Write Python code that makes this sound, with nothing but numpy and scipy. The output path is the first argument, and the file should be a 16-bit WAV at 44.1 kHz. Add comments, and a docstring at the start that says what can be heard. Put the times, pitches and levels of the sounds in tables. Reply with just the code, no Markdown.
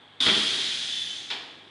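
"""In a small hard room, a steel vacuum packing machine vents its chamber over a faint hum of sines and noise.
The valve snaps open with chirps, and turbulent air, as filtered noise, hisses and fades as the pressure evens out.
The lid clatters (decaying noise), the panels shudder (resonant noise) and the lid seal flutters (a wavering sine).
A breathy whistle swells late in the hiss; the lid comes free with weak thumps of noise and ringing modes.
Dense reflections surround the air, clatter and thumps; the small microphone rings in the treble."""
import sys
import numpy as np
from scipy import signal
from scipy.fft import rfft, irfft
from scipy.io import wavfile

SR = 44100
rng = np.random.default_rng(int(sys.argv[2]) if len(sys.argv) > 2 else 0)


def to_wav(s):
    """Save 16-bit WAV."""
    ch = np.atleast_2d(s).T  # columns
    pcm = np.round(np.clip(ch, -1, 1) * 32767)  # PCM
    wavfile.write(sys.argv[1], SR, pcm.astype(np.int16))


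N = 74970

# Levels are those of each source, ahead of the room and the microphone.
# spectrum of the steady background noise: frequency_hz, relative_density_db
FLOOR_SPECTRUM = [(30, -35), (55, -14), (90, -2), (300, 1.5), (520, -0.5), (830, 2), (1200, -0.5),
                  (2200, -3), (2800, -9.5), (3400, -5), (4200, -12), (5200, -23), (7000, -25.5),
                  (11000, -31)]
# sinusoidal lines of the hum: frequency_hz, rms_level_db
HUM_LINES = [(100, -72.5), (150, -70.5), (305, -78), (829, -70.5), (1642, -71), (2105, -97), (8000, -88)]
# panel resonances: frequency_hz, width_hz, relative_level_db
PANEL_RESONANCES = [(75, 34, -11), (121, 22, -9), (209, 28, -8.5), (280, 57, -3.5), (374, 49, -2),
                    (473, 49, -6.5)]
# shudder of the panels under the surge: time_s, level_db
SHUDDER_LEVEL = [(.2, -77), (.212, -52), (.248, -47), (.265, -32), (.31, -40.5), (.38, -39), (.448, -45),
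                 (.465, -44), (.6, -48), (.8, -67), (1., -88)]
# low flutter of the lid seal: time_s, mean_pitch_hz, mean_level_db
SEAL_FLUTTER = [(.203, 260, -68), (0.209, 253.6, -43), (.245, 239.1, -49), (0.281, 215.2, -43.5),
                (.32, 212.4, -38), (.4, 220, -38.5), (0.449, 213, -44.5), (0.463, 216, -58), (.6, 216, -89)]
# thumps of the lid coming free: start_s, level_db, decay_constant_s
LID_THUMPS = [(1.3012, -32, .028), (1.3125, -35, 0.017), (1.357, -47, .004)]
# spectrum of a thump: frequency_hz, relative_density_db
THUMP_SPECTRUM = [(30, -46), (110, -7), (170, -11), (270, 0), (470, -0.5), (600, -5.5), (850, 2),
                  (1300, -3), (1800, 2), (2150, -3), (2380, 4), (2700, -3), (3050, -1.5), (3450, -3.5),
                  (4100, -2), (5200, -6.5), (5900, -17), (7500, -21.5), (11000, -30.5)]
# modes of the lid: frequency_hz, relative_level_db, t60_s
LID_MODES = [(287, -6.5, 0.58), (374, -6, 0.53), (479, -5.5, 0.57), (837, -9, 0.31), (947, -5, 0.22),
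             (1200, -12, 0.91), (1627, -8, 0.37), (1870, -7, 0.4), (2340, 9, 0.17), (2520, -6, 0.3),
             (2988, 3, .14), (3165, -19, .22), (3994, -19, .3), (4800, -12.5, .25)]
# clatter under the surge: start_s, level_db, bass_gain_db, crack_decay_constant_s
CLATTER_KNOCKS = [(0.261, -44, 16, 0.012), (0.264, -22, 3.5, 0.008), (0.2736, -27, -2, 0.0082),
                  (0.2822, -25, 6, 0.03), (0.2975, -24.5, 7, 0.0029)]
# spectrum of the clatter: frequency_hz, relative_density_db
KNOCK_SPECTRUM = [(30, -39), (100, -7.5), (170, -5), (280, 0.5), (400, 2.5), (600, -6), (850, -3.5),
                  (1250, -0.5), (1550, 4), (2400, 1), (2800, -4.5), (3400, 0.5), (4300, -5), (5200, -7.5),
                  (6500, -17.5), (11000, -41)]
# spurts as the valve opens and the surge peaks: centre_s, peak_level_db, pitch_hz
AIR_SPURTS = [(0.2059, -20.5, 3720), (0.2096, -25, 3670), (.2252, -23, 3478), (.232, -30, 3450),
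              (.267, -20, 3346), (.2755, -23, 3450), (0.2997, -23, 3434)]
# half whistle of the valve: frequency_hz, width_hz, relative_level_db
WHISTLE_RESONANCES = [(3075, 140, -5.5), (3490, 110, 0), (6280, 110, -14)]
# strength of the whistle as the flow slackens: time_s, level_db
WHISTLE_STRENGTH = [(.2, -50), (.86, -52), (.915, -42.5), (.98, -44.5), (1.07, -45.5), (1.13, -50),
                    (1.28, -57), (1.42, -100)]
# thin overtone sliding down as the pressure evens out: time_s, pitch_hz, level_db
OVERTONE_SLIDE = [(.88, 10300, -75), (1.0, 10300, -58), (1.08, 9850, -58.5), (1.16, 9100, -68),
                  (1.28, 8250, -81)]
# air flow through the valve: time_s, level_db
AIR_FLOW = [(.2, -30.5), (.25, -28.5), (.29, -31), (.38, -30), (.5, -31), (.62, -32.5), (.8, -34.5),
            (.95, -36.5), (1.08, -39.5), (1.2, -41.5), (1.3, -47), (1.43, -56.5), (1.56, -69), (1.7, -90)]
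# spectrum of the jet: frequency_hz, relative_density_db (at opening), extra_fade_db_per_s
JET_SPECTRUM = [(50, -18, 6), (108, -12, 2.5), (260, -9, 2), (403, -5.5, 20), (654, -8.5, 12.5),
                (1140, -1.5, 26), (1860, -1.5, 3), (2200, -2, 2.5), (2760, -4, 2), (3400, 1, 9),
                (3960, 0.5, 1.5), (4880, 0.5, 4), (5700, -6, -1), (6370, -9, -4.5), (8040, -11.5, 2.5),
                (10190, -11.5, 5), (11220, -33, 1)]
# narrow resonances of the air passage: frequency_hz, width_hz, boost_db
PASSAGE_RESONANCES = [(3185, 25, 4.5), (3257, 70, 3.5), (3390, 43, 5), (3813, 33, 4), (6260, 115, 4),
                      (7100, 90, 0.5), (9100, 250, 1.5), (10100, 150, -1.5)]

FLOOR_DB = -56.5
DRONE_DB, DRONE_HZ, DRONE_WIDTH_HZ = -59, 287, 140
FLUTTER_SPREAD_DB, FLUTTER_PITCH_SPREAD, FLUTTER_WANDER_HZ = 1, 0.03, 48.6  # pitch spread is a fraction
THUMP_RISE_S, THUMP_TAIL_DB, THUMP_T60_S, LID_DB = .0015, -11.5, 0.85, -12.5
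THUMP_BODY_HZ, THUMP_BODY_RISE_S = 1400, 0.016  # below this frequency the body swells more slowly
WASH_DB, WASH_T60_S, BASS_HZ = -14, 0.64, 455
SPURT_HALF_WIDTH_S = 0.0011  # from the peak to 1/e
SLIDE_WANDER_HZ = 330
OPEN_S, OPEN_RISE_S = .2025, 0.002
JET_ROUGH_DB, JET_ROUGH_HZ = -0.28, 90
ROOM_DB, ROOM_T60_S, ROOM_TREBLE_T60_S, ROOM_SPLIT_HZ = -6, 0.85, 0.34, 5160
MIC_HZ, MIC_WIDTH_HZ, MIC_DB = 3356, 552, 12
MIC_LOW_HZ, TOP_HZ = 45, 11150


def undb(db):
    """Decibel law: amplitude ratio from a level."""
    return 10 ** (np.asarray(db) / 20)


def unit(x):
    """Normalisation to an rms of 1."""
    return x / np.sqrt(np.mean(x ** 2))


def times():
    """Uniform sampling: time of each sample in seconds."""
    return np.arange(N) / SR


def curve(rows):
    """Envelope by linear interpolation of level: gain from (s, dB) points."""
    return undb(np.interp(times(), *np.array(rows).T))


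def filtered(x, response):
    """Linear filtering: the spectrum is multiplied by a function of frequency."""
    f = np.arange(N + 1) * SR / (2 * N) + 1e-3  # the offset keeps log(f) finite
    return irfft(rfft(x, 2 * N) * response(f))[:N]


def resonance(f, hz, width):
    """Simple resonator: band-pass response with gain 1 at the centre."""
    return 1 / (1 + 1j * (f * f - hz * hz) / (f * width))


def along(f, hz, values):
    """Linear interpolation on a log-frequency axis."""
    return np.interp(np.log(f), np.log(hz), values)


def noise(response):
    """Spectral shaping of white noise, brought to rms 1."""
    return unit(filtered(rng.standard_normal(N), response))


def coloured(rows):
    """Broadband noise of rms 1 shaped by (Hz, dB) points."""
    return noise(lambda f: undb(along(f, *np.array(rows).T)))


def resonant(rows):
    """Noise-driven resonance: rms 1 in steep bands (Hz, width Hz, dB)."""
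    return noise(lambda f: sum(undb(db) * abs(resonance(f, hz, width)) ** 2 for hz, width, db in rows))


def wobble(hz):
    """Low-pass noise: random wander of rms 1, mostly slower than the given rate."""
    return noise(lambda f: 1 / (1 + (f / hz) ** 2))


def fall(start, length):
    """Exponential decay with time constant length, after a 1 ms rise."""
    age = times() - start
    return np.clip(age / .001, 0, 1) * np.exp(-np.maximum(age, 0) / length)


def ring_down(start, t60):
    """Exponential decay by 60 dB in t60 seconds."""
    return fall(start, t60 / np.log(1000))


def hum():
    """Superposition: steady sines and dull noise, with a cabinet drone once the valve is open."""
    t = times()
    lines = sum(
        np.sqrt(2) * undb(db) * np.sin(2 * np.pi * (hz * t + rng.random()))
        for hz, db in HUM_LINES)
    drone = undb(DRONE_DB) * noise(lambda f: resonance(f, DRONE_HZ, DRONE_WIDTH_HZ))
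    drone = drone * np.clip((t - OPEN_S) / .1, 0, 1)
    return lines + drone + undb(FLOOR_DB) * coloured(FLOOR_SPECTRUM)


def shudder():
    """Forced vibration: the first surge shakes the low resonances of the panels."""
    return curve(SHUDDER_LEVEL) * resonant(PANEL_RESONANCES)


def flutter():
    """Frequency and amplitude modulation: the seal's low note is unsteady while the surge is strong."""
    t = times()
    s, hz, db = np.array(SEAL_FLUTTER).T
    pitch = np.interp(t, s, hz) * (1 + FLUTTER_PITCH_SPREAD * wobble(FLUTTER_WANDER_HZ))
    gain = undb(np.interp(t, s, db) + FLUTTER_SPREAD_DB * wobble(FLUTTER_WANDER_HZ))
    return np.sqrt(2) * gain * np.sin(2 * np.pi * np.cumsum(pitch) / SR)


def thumps():
    """Modal decay: the lid lets go with diffuse blows, treble before body, and rings on."""
    t, out = times(), 0
    for s, db, length in LID_THUMPS:
        envelope = fall(s, length) + undb(THUMP_TAIL_DB) * ring_down(s, THUMP_T60_S)
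        blow = coloured(THUMP_SPECTRUM) * envelope
        phases = rng.uniform(0, 2 * np.pi, len(LID_MODES))
        ring = sum(
            undb(mode_db) * np.sin(2 * np.pi * hz * t + phase) * ring_down(s, t60)
            for (hz, mode_db, t60), phase in zip(LID_MODES, phases))
        hit = undb(db) * (blow + undb(LID_DB) * ring)
        body = filtered(hit, lambda f: 1 / (1 + (f / THUMP_BODY_HZ) ** 4))
        treble = hit - body
        out = out + treble * np.clip((t - s) / THUMP_RISE_S, 0, 1)
        out = out + body * np.clip((t - s) / THUMP_BODY_RISE_S, 0, 1)
    return out


def knocks():
    """Impact excitation: a short crack, then noise as the dense wash of sheet-steel modes."""
    out = 0
    for s, db, bass_db, length in CLATTER_KNOCKS:
        envelope = fall(s, length) + undb(WASH_DB) * ring_down(s, WASH_T60_S)
        crack = coloured(KNOCK_SPECTRUM) * envelope
        shelved = filtered(crack, lambda f: 1 + (undb(bass_db) - 1) / (1 + 1j * f / BASS_HZ))
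        out = out + undb(db) * shelved
    return out


def spurts():
    """Gaussian tone bursts: the valve spits a few shrill chirps in the first rush."""
    t = times()
    out = 0
    for s, db, hz in AIR_SPURTS:
        burst = np.exp(-((t - s) / SPURT_HALF_WIDTH_S) ** 2)
        out = out + undb(db) * burst * np.sin(2 * np.pi * (hz * t + rng.random()))
    return out


def whistle():
    """Narrow-band noise: a breathy whistle swells late, and a thin overtone slides down above it."""
    t = times()
    breath = resonant(WHISTLE_RESONANCES) * curve(WHISTLE_STRENGTH) * (t > OPEN_S)
    s, hz, db = np.array(OVERTONE_SLIDE).T
    tone = np.sin(2 * np.pi * np.cumsum(np.interp(t, s, hz)) / SR)
    thin = np.sqrt(2) * wobble(SLIDE_WANDER_HZ) * tone
    return breath + thin * undb(np.interp(t, s, db)) * (t > s[0]) * (t < s[-1])


def jet():
    """Turbulence noise: rushing air sounds the passage, each band fading at its own rate."""
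    hz, db, fade = np.array(JET_SPECTRUM).T

    def passage(f):
        boosts = [1 + (undb(b) - 1) * resonance(f, c, w) for c, w, b in PASSAGE_RESONANCES]
        return undb(along(f, hz, db)) * np.prod(boosts, axis=0)

    air = noise(passage)
    age = np.maximum(times() - OPEN_S, 0)
    # each row of the identity matrix gives one of the overlapping triangular bands
    out = sum(
        filtered(air, lambda f: along(f, hz, band)) * undb(-rate * age)
        for band, rate in zip(np.eye(len(hz)), fade))
    rough = undb(JET_ROUGH_DB * wobble(JET_ROUGH_HZ))
    return out * rough * curve(AIR_FLOW) * np.clip(age / OPEN_RISE_S, 0, 1)


def room(x):
    """Diffuse reverberation: dense reflections whose treble dies first."""
    low = noise(lambda f: 1 / (1 + (f / ROOM_SPLIT_HZ) ** 2)) * ring_down(0.003, ROOM_T60_S)
    high = noise(lambda f: f * f / (f * f + ROOM_SPLIT_HZ ** 2)) * ring_down(0.0055, ROOM_TREBLE_T60_S)
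    tail = low + 2 * high
    tail = tail / np.sqrt(np.sum(tail ** 2))
    reflected = undb(ROOM_DB) * signal.fftconvolve(x, tail)[:N]
    return (x + reflected) / np.hypot(1, undb(ROOM_DB))


def scene():
    """Superposition: reverberant air, clatter and thumps over the unreflected shudder, flutter and hum."""
    reverberant = room(jet() + whistle() + spurts() + knocks() + thumps())
    return (reverberant + shudder() + flutter() + hum())[None]


def record(dry):
    """Band-limited transduction: the microphone port rings, deep bass falls away and the top is cut."""
    rung = filtered(dry[0], lambda f: 1 + (undb(MIC_DB) - 1) * resonance(f, MIC_HZ, MIC_WIDTH_HZ))
    thinned = signal.sosfilt(signal.butter(2, MIC_LOW_HZ, "high", fs=SR, output="sos"), rung)
    return signal.sosfilt(signal.ellip(10, .2, 80, TOP_HZ, fs=SR, output="sos"), thinned)[None]


dry = scene()
out = record(dry)
to_wav(out)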